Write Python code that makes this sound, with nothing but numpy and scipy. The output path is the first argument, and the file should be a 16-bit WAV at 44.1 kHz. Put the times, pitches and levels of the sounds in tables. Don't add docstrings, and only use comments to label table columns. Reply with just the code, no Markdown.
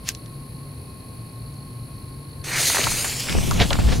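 import sys
import numpy as np
from scipy import signal
from scipy.fft import rfft, irfft
from scipy.io import wavfile
from scipy.ndimage import map_coordinates

SR = 44100
rng = np.random.default_rng(int(sys.argv[2]) if len(sys.argv) > 2 else 0)


def to_wav(sig):
    pcm = np.clip(np.atleast_2d(sig), -1, 1) * 32767
    pcm = np.round(pcm).astype(np.int16)
    wavfile.write(sys.argv[1], SR, pcm.T)


N = 176400
T = np.arange(N) / SR


def undb(db):
    return 10 ** (np.asarray(db) / 20)


def unit(x):
    return x / np.sqrt(np.mean(x ** 2))


def curve(rows, column=1):
    rows = np.array(rows)
    return np.interp(T, rows[:, 0], rows[:, column])


def colour(x, points):
    hz, db = np.array(points).T
    f = np.maximum(np.fft.rfftfreq(N, 1 / SR), 1)
    return irfft(rfft(x) * undb(np.interp(np.log(f), np.log(hz), db)), N)


def noise():
    return rng.standard_normal(N)


def band(hz, width_hz):
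    f = np.fft.rfftfreq(N, 1 / SR)
    return unit(irfft(rfft(noise()) / (1 + (2 * (f - hz) / width_hz) ** 4), N))


def stereo(mid, side):
    return np.array([mid + side, mid - side])


def pan(left_db):
    return undb(np.array([[left_db], [-left_db]]) / 2)


def wide(spectrum, side_spectrum):
    mid, side = (unit(colour(noise(), spectrum)) for _ in range(2))
    return stereo(mid, colour(side, side_spectrum))


def resample(x, at_samples):
    return np.array([map_coordinates(ch, [at_samples], order=5, mode="mirror") for ch in x])


def grains(per_s, spread_db):
    size = undb(spread_db * np.minimum(rng.exponential(size=N), 4))
    return unit((rng.random(N) < per_s / SR) * size * np.sign(noise()))


def bursts(rows, snap, side_db):
    tail_db, tail_s = -19.5, 0.012
    out, t = np.zeros((2, N + SR)), T[:SR // 8]
    for at_s, db, hz, width_hz, decay_ms in rows:
        decay_s = max(decay_ms, 0.2) / 1000
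        b, a = signal.iirpeak(min(hz, SR / 4), hz / min(width_hz * 1.7, SR / 4), fs=SR)
        ring = lambda x: signal.lfilter(b, a, signal.lfilter(b, a, signal.lfilter(b, a, x)))
        rush = rng.standard_normal((4, len(t)))
        push = rush[:2] * np.exp(-t / decay_s)
        push[0, 0] += snap * np.sqrt(decay_s * SR / 2)
        mid, side = (unit(ring(p)) * np.sqrt(decay_s / t[-1] / 2) for p in push)
        tail = unit(ring(rush[2:])) * np.exp(-t / tail_s) * undb(tail_db)
        i = int(at_s * SR)
        out[:, i:i + len(t)] += undb(db) * (stereo(mid, side * undb(side_db)) + tail)
    return out[:, :N]


def scrapes(rows, spectrum, per_s, spread_db, side_db):
    swell = sum(undb(db) * np.exp(-np.maximum((peak_s - T) / rise_s, (T - peak_s) / fall_s))
                for peak_s, db, rise_s, fall_s in rows)
    mid, side = (unit(colour(grains(per_s, spread_db), spectrum)) for _ in range(2))
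    return swell * stereo(mid, side * undb(side_db))


def machine():
    # f/Hz, level/dB
    rumble_spectrum = [(20, -23), (50, -4.5), (90, -1.5), (130, -2.5), (190, -7.5), (300, -13),
                       (500, -19.5), (900, -28.5), (1500, -34.5), (2400, -34), (3400, -41), (7000, -51.5),
                       (15800, -48.5)]
    rumble_side = [(100, -42), (200, -12.5), (380, -9), (700, -0.5), (2400, 2), (15000, 2)]
    # f/Hz, width/Hz, level/dB
    drone_bands = [(116.7, 8.7, -41.5), (140, 6.8, -43.5), (258.6, 13, -53.5), (1075, 94, -61.5),
                   (2524, 5, -72)]
    whistle_hz = 1076 + 10.95 * band(0, 43)
    phase = 2 * np.pi * np.cumsum(whistle_hz) / SR
    flicker_db = 1.8 * band(0, 40)
    whistle = unit(np.sin(phase) * undb(flicker_db)) * undb(-54.5)
    drones = sum(band(hz, width_hz) * undb(db) for hz, width_hz, db in drone_bands)
    rumble = wide(rumble_spectrum, rumble_side) * undb(-39)
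    return (rumble + drones + whistle) * pan(left_db=1.0)


def cricket():
    stroke_hz, jitter_s, scatter_db = 48.2, 0.000782, 2.4
    chirp_hz, fall_hz_per_s, sigma_s = 4338, 59000, 0.0034
    start_db, rise_db_per_s = -58.5, 1
    stroke = (T * stroke_hz).astype(int)
    late, size, detune = rng.standard_normal((N // 100, 3))[stroke].T
    t = T - (stroke + 0.5) / stroke_hz - jitter_s * late
    chirp = np.sin(2 * np.pi * (chirp_hz * (1 + 0.015 * detune) * t - fall_hz_per_s * t ** 2 / 2))
    gate = np.abs(np.sin(np.pi * T * stroke_hz)) * np.exp(-(t / sigma_s) ** 2 / 2)
    return unit(chirp * gate * undb(scatter_db * size)) * undb(start_db + rise_db_per_s * T)


def chorus():
    # f/Hz, level/dB
    spectrum = [(3300, -22.5), (3900, -5), (4300, 0.5), (4900, -10), (6000, -19), (7700, -19), (8900, -7.5),
                (9700, 3), (10700, 0.5), (12000, -8), (14500, -21)]
    mid, side = (unit(colour(noise(), spectrum)) for _ in range(2))
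    shimmer_db = 0.69 * band(0, 200)
    return stereo(mid, side * undb(-9.5)) * undb(-50.5 + shimmer_db)


def thumps():
    # peak t/s, level/dB, f/Hz, rise/s, fall/s
    jolts = [(2.402, -28, 102, .005, 0.023), (3.371, -19, 85, .012, .012), (3.863, -12, 56.7, 0.025, 0.05)]
    out = 0
    for peak_s, db, hz, rise_s, fall_s in jolts:
        t = T - peak_s
        envelope = np.exp(-(t / np.where(t < 0, rise_s, fall_s)) ** 2)
        out = out + undb(db) * envelope * np.cos(2 * np.pi * hz * t)
    return out * pan(left_db=4)


def buffeting():
    # f/Hz, level/dB
    air_spectrum = [(18, -1.5), (35, -4), (58, -1), (100, -4.5), (165, -6), (280, -17), (550, -27),
                    (1500, -43), (6000, -64)]
    air_side = [(50, -5), (110, 0), (220, 3), (500, 3)]
    # t/s, level/dB
    gusts = [(2.75, -68), (2.87, -30.5), (3.0, -44), (3.24, -52), (3.33, -25), (3.365, -17), (3.42, -25.5),
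             (3.52, -24), (3.59, -19.5), (3.66, -18.5), (3.69, -25.5), (3.77, -26), (3.82, -18),
             (3.865, -19), (3.9, -20), (3.93, -20), (4.0, -23)]
    return wide(air_spectrum, air_side) * undb(curve(gusts) + 2.7 * band(0, 89)) * pan(left_db=1.2)


def retreat():
    # peak t/s, level/dB, rise/s, fall/s
    scuff_swells = [(3.602, -18, 0.0022, 0.0049), (3.617, -16, 0.012, .017), (3.80, -28.5, .008, 0.013),
                    (3.892, -30.5, 0.0092, 0.0094), (3.925, -26, .015, 0.022)]
    # f/Hz, level/dB
    scuff_spectrum = [(100, -19), (350, -0.5), (650, 5), (1100, -6.5), (1700, -2), (3800, -3.5),
                      (5500, -11.5), (8000, -27), (15000, -35)]
    # t/s, level/dB, f/Hz, width/Hz, decay/ms
    knocks = [(3.351, -20.5, 450, 440, 8.8), (3.387, -22.5, 700, 1000, 2.9), (3.511, -18, 4550, 6900, 1.4),
              (3.5115, -19.5, 1170, 510, 9), (3.7052, -18, 3070, 1190, 3.8), (3.708, -21.5, 650, 694, 22),
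              (3.7312, -12, 3180, 2930, 1.3), (3.728, -24, 1490, 1030, 13), (3.755, -20.5, 503, 1500, 1.9),
              (3.789, -22.5, 480, 790, 7)]
    scuffs = scrapes(scuff_swells, scuff_spectrum, per_s=7000, spread_db=3.0, side_db=-15.5)
    return scuffs + bursts(knocks, snap=0.75, side_db=-7.5)


def lighter():
    # peak t/s, level/dB, rise/s, fall/s
    wheel = [(0.089, -27.5, 0.014, 0.013)]
    # f/Hz, level/dB
    flint = [(300, -24), (1000, -7.5), (2600, 2), (5500, 1.5), (8000, -8), (12000, -7), (15800, -16)]
    # t/s, level/dB, f/Hz, width/Hz, decay/ms
    click_events = [(0.0852, -23, 4000, 5000, 0.91), (0.0892, -10.5, 4700, 4160, 1.27),
                    (0.0896, -25, 11000, 9000, 1.3), (0.1182, -37, 9000, 7000, 1.2),
                    (0.1492, -26, 4600, 3080, 1.2), (0.26, -39.5, 5000, 4000, 1.5),
                    (1.54, -50.5, 6000, 3000, 1.5)]
    # f/Hz, level/dB, t60/s
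    cap_modes = [(1570, -34, 0.061), (3950, -40, .065), (4870, -42, .07), (6379, -31, .046)]
    t = np.maximum(T - wheel[0][0], 0)
    ring = sum(undb(db - 60 * t / t60_s) * np.sin(2 * np.pi * hz * t) for hz, db, t60_s in cap_modes)
    clicks = bursts(click_events, snap=0.3, side_db=-10)
    return scrapes(wheel, flint, per_s=12000, spread_db=1.0, side_db=-15) + clicks + ring


def flare():
    # peak t/s, level/dB, rise/s, fall/s
    swell = [(2.575, -25.5, 0.038, 0.035)]
    # f/Hz, level/dB
    spectrum = [(600, -22), (1300, -7), (1750, 1), (2200, -1), (3000, -24), (8000, -40)]
    return scrapes(swell, spectrum, per_s=12000, spread_db=1, side_db=-20)


def sparks():
    # t/s, level/dB, f/Hz, width/Hz, decay/ms
    pops = [(2.700, -21, 1120, 1200, 5), (2.7465, -19, 1060, 1800, 8.5), (2.759, -20, 1490, 2500, 3.9),
            (2.7692, -9.5, 870, 1000, 1.1), (2.7815, -16.5, 880, 1200, 2.9), (2.790, -21.5, 480, 600, 7.8),
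            (2.815, -17, 1190, 3000, 1.4), (2.840, -15, 2280, 2600, 3), (2.8692, -14.5, 1080, 670, 3.9),
            (2.9175, -20.5, 1370, 1800, 2), (3.045, -25, 1020, 1530, 13), (3.270, -29, 2000, 2000, 2),
            (3.2855, -24.5, 1200, 1500, 3), (3.295, -20.5, 2110, 2400, 3.2),
            (3.325, -22.5, 1910, 2400, 3.3)]
    return bursts(pops, snap=0.48, side_db=-11.5) * pan(left_db=2.2)


def ground_echo(direct):
    # t/s, lag/ms
    lag_ms = [(2.45, 0.47), (2.72, 0.46), (2.93, 0.46), (3.1, 0.42), (3.25, 0.4), (3.45, .335), (3.56, 0.3),
              (3.72, 0.26), (3.85, .25), (3.97, 0.18)]
    # t/s, echo/direct ratio
    share = [(3.1, 0.4), (3.8, 0.29)]
    echo = resample(direct, (T - curve(lag_ms) / 1000) * SR)
    return (direct + curve(share) * echo) / np.hypot(1, curve(share))


def eddies(x):
    depth_db, eddy_s, width_hz = 1.7, 0.035, 330
    f, t, spectra = signal.stft(x, SR, nperseg=512)
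    nodes = rng.standard_normal((int(SR / 2 / width_hz) + 2, int(t[-1] / eddy_s) + 2))
    grid = np.meshgrid(f / width_hz, t / eddy_s, indexing="ij")
    field = map_coordinates(nodes, grid, order=3, mode="mirror")
    return signal.istft(spectra * unit(undb(depth_db * field)), SR)[1][:, :N]


def jet():
    # t/s, base level/dB of hiss, rasp, sizzle
    levels = [(2.434, -78, -82, -85), (2.441, -40.5, -46, -45), (2.5, -32.5, -34.5, -36),
              (2.55, -29, -30.5, -46), (2.605, -23, -33.5, -29), (2.66, -22, -35, -26.5),
              (2.73, -23.5, -33, -27), (2.82, -26.5, -31.5, -35), (2.88, -27, -34, -30),
              (2.95, -28, -37.5, -30), (3.08, -30, -36.5, -32), (3.22, -31, -41, -39.5),
              (3.3, -33.5, -35, -45), (3.5, -35.5, -40.5, -37.5), (3.6, -35.5, -34, -46),
              (3.7, -35.5, -48, -42.5), (3.8, -40.5, -39.5, -49), (3.96, -35, -40.5, -60),
              (4.0, -43.5, -49, -47)]
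    # f/Hz, level/dB
    hiss_spectrum = [(1500, -21.5), (3000, -1.5), (4200, -1.5), (6300, -0.5), (8000, -4), (10000, -9),
                     (15800, -18)]
    rasp_spectrum = [(150, -7), (400, -2.5), (900, -0.5), (1700, -2.5), (2400, 0.5), (3500, -7.5),
                     (6000, -13), (15000, -45)]
    sizzle_spectrum = [(4000, -30), (7000, 0.5), (8800, 3.5), (11500, 0), (12400, -14), (13200, -16),
                       (15800, -7.5)]
    side = [(200, -9), (1200, -10.5), (2400, -30), (4400, -19.5), (8000, -9.5), (15000, -2)]
    # t/s, frequency ratio
    sizzle_shift = [(2.8, 1.1), (3.1, 1.025), (3.5, 1.09)]
    wander_db, wander_width_hz = 0.35, 40
    flutter_db = 0.5 + band(0, 128)
    hiss = wide(hiss_spectrum, side)
    crackle = undb(-13.5) * unit(colour(grains(per_s=300, spread_db=6), hiss_spectrum))
    hiss_db = curve(levels, column=1) + flutter_db + wander_db * band(0, wander_width_hz)
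    rasp = wide(rasp_spectrum, side)
    sputter_db = 3 + 1.5 * band(0, 256)
    rasp_db = curve(levels, column=2) + sputter_db
    sizzle = resample(wide(sizzle_spectrum, side), np.cumsum(curve(sizzle_shift)))
    sizzle_db = curve(levels, column=3) + flutter_db + wander_db * band(0, wander_width_hz)
    return eddies((hiss + crackle) * undb(hiss_db) + rasp * undb(rasp_db) + sizzle * undb(sizzle_db))


def scene():
    night = machine() + cricket() + chorus()
    ignition = lighter() + ground_echo(jet()) + flare() + sparks()
    return night + ignition + buffeting() + retreat() + thumps()


def record(dry):
    top_hz = 15750
    return signal.sosfilt(signal.ellip(10, 0.2, 80, top_hz, fs=SR, output="sos"), dry)


dry = scene()
out = record(dry)
to_wav(out)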